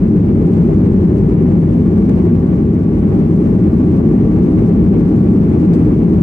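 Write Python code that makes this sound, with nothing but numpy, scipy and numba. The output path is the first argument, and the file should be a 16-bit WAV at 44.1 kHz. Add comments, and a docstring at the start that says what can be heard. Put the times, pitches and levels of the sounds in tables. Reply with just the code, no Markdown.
"""Airliner cabin during the climb

At a window seat by the wing, engine roar booms at the low pitches the cabin likes to ring at.
Air rushes along the plane's skin, vents hiss and a faint turbine whine sets in.
Plastic trim ticks and clothes rustle. A limiter turns everything down a little when the boom swells."""
import sys
import numpy as np
from scipy import signal
from scipy.fft import rfft, irfft
from scipy.io import wavfile
from scipy.ndimage import uniform_filter1d, minimum_filter1d
from numba import njit

SR = 44100
rng = np.random.default_rng(int(sys.argv[2]) if len(sys.argv) > 2 else 0)


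def pcm_store(signal):
    """Save signal as 16-bit PCM."""
    levels = np.round(np.clip(np.atleast_2d(signal), -1, 1) * 32767)
    wavfile.write(sys.argv[1], SR, levels.astype(np.int16).T)


N = 274302
TIME = np.arange(N) / SR
FREQS = np.maximum(np.fft.rfftfreq(N, 1 / SR), 1)

# Soft rustles of clothing. Each row: middle in seconds, level in dB, half length in seconds.
RUSTLE_TIMES = [(.462, -58, .012), (.57, -61.5, .05), (1.175, -61.5, .04), (4.44, -60, .012),
                (5.08, -60, .012), (5.317, -65.5, .04), (5.605, -61, .01)]
# The tone of sliding cloth. Each row: frequency in Hz, relative level in dB.
CLOTH_COLOUR = [(1500, -5), (4200, 0), (6500, -2), (8700, -1), (10500, -16.5), (15500, -19.5)]
# Ticks of the plastic trim. Each row: start in seconds, level in dB, seconds to fade by 60 dB,
# brightness in dB per octave, left minus right in dB.
TRIM_TICKS = [(.534, -42, .035, -1.5, 1), (2.0936, -30, .014, -3.5, -7), (5.734, -39.5, 0.064, 0, 0),
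              (5.747, -49, 0.091, 3.5, -1)]
# The tone of a tick. Each row: frequency in Hz, relative level in dB.
TICK_COLOUR = [(600, -14), (1600, 8.5), (2800, 0), (4500, 0), (6500, -4), (8300, -1), (10500, -15.5),
               (15500, -12)]
# The hiss of the air vents. Each row: frequency in Hz, relative level in dB.
VENT_COLOUR = [(2000, -3.5), (4200, 1), (5600, -1), (6600, -2.5), (7300, -7.5), (8200, -1.5), (8900, -1),
               (10000, -18.5), (13500, -15), (16000, -20)]
# The rush of air outside. Each row: frequency in Hz, relative level in dB.
RUSH_COLOUR = [(25, -14), (170, 3.5), (370, -1.5), (480, -2.5), (550, -7.5), (620, -8), (730, -16.5),
               (800, -13), (900, -19), (1130, -20), (1270, -25), (2400, -33), (3500, -45), (6000, -68.5)]
# Where the cabin and its wall panels ring. Each row: pitch in Hz, width in Hz, relative level in dB.
CABIN_RESONANCES = [(54.4, 18, -8), (87.6, 31, -6), (108, 32, -7), (137, 21, -10.5), (171.3, 45.7, -0.5),
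                    (209.1, 47, -2.5), (247.3, 32, -5), (304.9, 37, -5.5), (351.6, 50, -11),
                    (391.9, 48, -13.5), (431.7, 31, -19.5)]
# Brief dips in the roar and air noise. Each row: middle in seconds, change in dB, half length in seconds.
LEVEL_DIPS = [(0.156, -1.5, .2), (2.75, -2, .35)]
# How the two sides of the seat differ. Each row: frequency in Hz, left minus right in dB.
SEAT_BALANCE = [(90, 0.5), (160, 2), (260, 0.5), (400, 1.2), (530, 2.5), (790, -1.5), (1100, -0.5),
                (1400, 2.5), (2600, 3), (4800, 0), (6400, -6), (7700, 1), (9500, -2.5), (14000, -1.5)]
# How alike noise from all around is at the two microphones.
# Each row: frequency in Hz, likeness (1 is the same, 0 unrelated, -1 opposite).
STEREO_LIKENESS = [(400, 0.66), (560, -0.23), (700, .1), (1100, -0.12), (1400, -0.4), (2100, 0.066),
                   (3700, -0.089), (8000, 0)]


def undb(db):
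    """Turn decibels into a number to multiply by."""
    return 10 ** (np.asarray(db) / 20)


def unit(x):
    """Scale a signal to an average strength (rms) of 1."""
    return x / np.sqrt(np.mean(x ** 2))


def curve(rows):
    """Join (Hz, value) rows with straight lines along a scale of octaves."""
    hz, value = np.transpose(rows)
    return np.interp(np.log(FREQS), np.log(np.sort(hz)), value)


def shape(x, gain):
    """Filter a signal, giving each frequency its own gain."""
    return irfft(rfft(x) * gain, N)


def noise(gain):
    """Make fresh noise with the given gain at each frequency."""
    return shape(rng.standard_normal(N), gain)


def wander(rate_hz):
    """A smooth random wobble of size 1; a higher rate makes it quicker."""
    return unit(noise(np.exp(-(FREQS / rate_hz) ** 2) * (FREQS < SR / 2)))


def dips_db():
    """The level sinks and comes back smoothly at each dip."""
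    return sum(db * np.exp(-((TIME - middle) / half) ** 2) for middle, db, half in LEVEL_DIPS)


def at_seat(pair, echo_gain=.065, echoes=14, longest_s=.012):
    """Short echoes off the wall and seat colour the left and right sides differently."""
    delays = rng.uniform(longest_s / 10, longest_s, (echoes, 2))
    taps = np.zeros((2, N))
    taps[[0, 1], (delays * SR).astype(int)] = echo_gain
    ripple = 1 + rfft(taps) * FREQS / (FREQS + 900)  # low sounds bend round the seat
    balance = undb(np.outer([.5, -.5], curve(SEAT_BALANCE)))
    return shape(pair, ripple * balance)


def surround_noise(colour_rows):
    """Noise arrives from all sides, so it is only partly alike on the left and right."""
    colour = undb(curve(colour_rows))
    alike = np.clip(curve(STEREO_LIKENESS), -1, 1)
    shared = noise(colour * np.sqrt(1 + alike))
    opposite = noise(colour * np.sqrt(1 - alike))
    return unit(at_seat(np.array([shared + opposite, shared - opposite])))


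def clothes_rustle(grain_db=4.0):
    """Cloth slides for a moment: a grainy hiss that swells and fades."""
    swells = sum(undb(db) * np.exp(-((TIME - middle) / half) ** 2) for middle, db, half in RUSTLE_TIMES)
    return surround_noise(CLOTH_COLOUR) * swells * undb(grain_db * wander(300))


def trim_ticks(rise_s=.0004, pivot_hz=4000):
    """A plastic panel slips: a short, dry burst that dies away."""
    out = 0
    for start, db, fade_s, brightness, pan_db in TRIM_TICKS:
        age = np.maximum(TIME - start, 0)
        envelope = (1 - np.exp(-age / rise_s)) * np.exp(-np.log(1000) * age / fade_s)
        colour = [(hz, level + brightness * np.log2(hz / pivot_hz)) for hz, level in TICK_COLOUR]
        side_gains = undb(db + pan_db * np.array([[.5], [-.5]]))
        out = out + side_gains * envelope * surround_noise(colour)
    return out


def vent_hiss(level_db=-58.5, flicker_db=1.04):
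    """Air leaves the vents with a high, fairly even hiss."""
    return surround_noise(VENT_COLOUR) * undb(level_db + flicker_db * wander(30))


def turbine_whine(hz=1148, level_db=-49, start_s=1.6, rise_s=.35, fade_db_per_s=.6, upper_hz=2178):
    """Turbine blades sing a thin tone that wavers in moving air; a faster stage adds a fainter one."""
    pitch = hz + .25 * wander(5.1)
    phase = 2 * np.pi * np.cumsum(pitch) / SR
    right = np.sin(phase - 2 * np.pi * hz * .00009) * undb(-10)  # later and quieter than the left
    tone = np.sqrt(2) * np.array([np.sin(phase), right])
    age = np.maximum(TIME - start_s, 0)
    waver_db = 2.0 * wander(4)
    envelope = np.minimum(age / rise_s, 1) * undb(level_db - fade_db_per_s * age + waver_db)
    upper_band = 1 / (1 + ((FREQS - upper_hz) / 9) ** 2)  # so narrow that noise sounds like a tone
    return tone * envelope + unit(noise(upper_band)) * undb(-69)


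def air_rush(level_db=-22.5, buffet_db=1.09):
    """Swirling air beats on the plane's skin, so its rush trembles."""
    return surround_noise(RUSH_COLOUR) * undb(level_db + buffet_db * wander(25))


def engine_roar(level_db=-10, lowest_hz=35, steadiness=.51, delay_s=.00012, dip_share=.98):
    """Jet roar makes the cabin ring; the long waves reach both sides alike, the left one first."""
    power = sum((undb(db) / (1 + (hz / width * (FREQS / hz - hz / FREQS)) ** 2)) ** 2
                for hz, width, db in CABIN_RESONANCES)
    boom = noise(np.sqrt(power / (1 + (lowest_hz / FREQS) ** 10)))
    # Partly even out the slow swells and keep the quick flutter.
    local_power = uniform_filter1d(boom ** 2, size=1300, mode="wrap")
    strength = np.sqrt(uniform_filter1d(local_power, size=700, mode="wrap"))
    left = unit(boom / strength ** steadiness)
    right = shape(left, np.exp(-2j * np.pi * FREQS * delay_s))
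    return at_seat(np.array([left, right])) * undb(level_db + dip_share * dips_db())


def scene(air_growth_db_per_s=.08):
    """Everything heard from the seat; the air noise grows slowly through the climb."""
    roar = engine_roar()
    air = (air_rush() + vent_hiss()) * undb(air_growth_db_per_s * TIME + dips_db())
    return roar + air + turbine_whine() + trim_ticks() + clothes_rustle()


@njit
def follow_peaks(x, attack, release):
    """Track how loud a signal is: quick to rise, slow to fall."""
    out, level = np.empty(len(x)), x[0]
    for i in range(len(x)):
        level += (x[i] - level) * (attack if x[i] > level else release)
        out[i] = level
    return out


def record(dry, boost_db=.82, limit_db=-2.0, attack_s=.00062, release_s=.08, top_hz=15650):
    """The camera's limiter holds down the peaks of the boom; the highest treble is cut."""
    x = dry * undb(boost_db) * np.minimum(TIME / .0016, 1)  # a soft start
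    attack, release = 1 - np.exp(-1 / (attack_s * SR)), 1 - np.exp(-1 / (release_s * SR))
    peak = follow_peaks(np.abs(x).max(axis=0), attack, release)
    gain = np.minimum(1, undb(limit_db) / (peak + 1e-9))
    # Ease the gain down ahead of each peak, so that it does not click.
    gain = minimum_filter1d(gain, size=260)
    gain = uniform_filter1d(uniform_filter1d(gain, size=130), size=130)
    treble_cut = signal.ellip(12, .2, 70, top_hz, fs=SR, output="sos")
    return signal.sosfilt(treble_cut, x * gain)


dry = scene()
out = record(dry)
pcm_store(out)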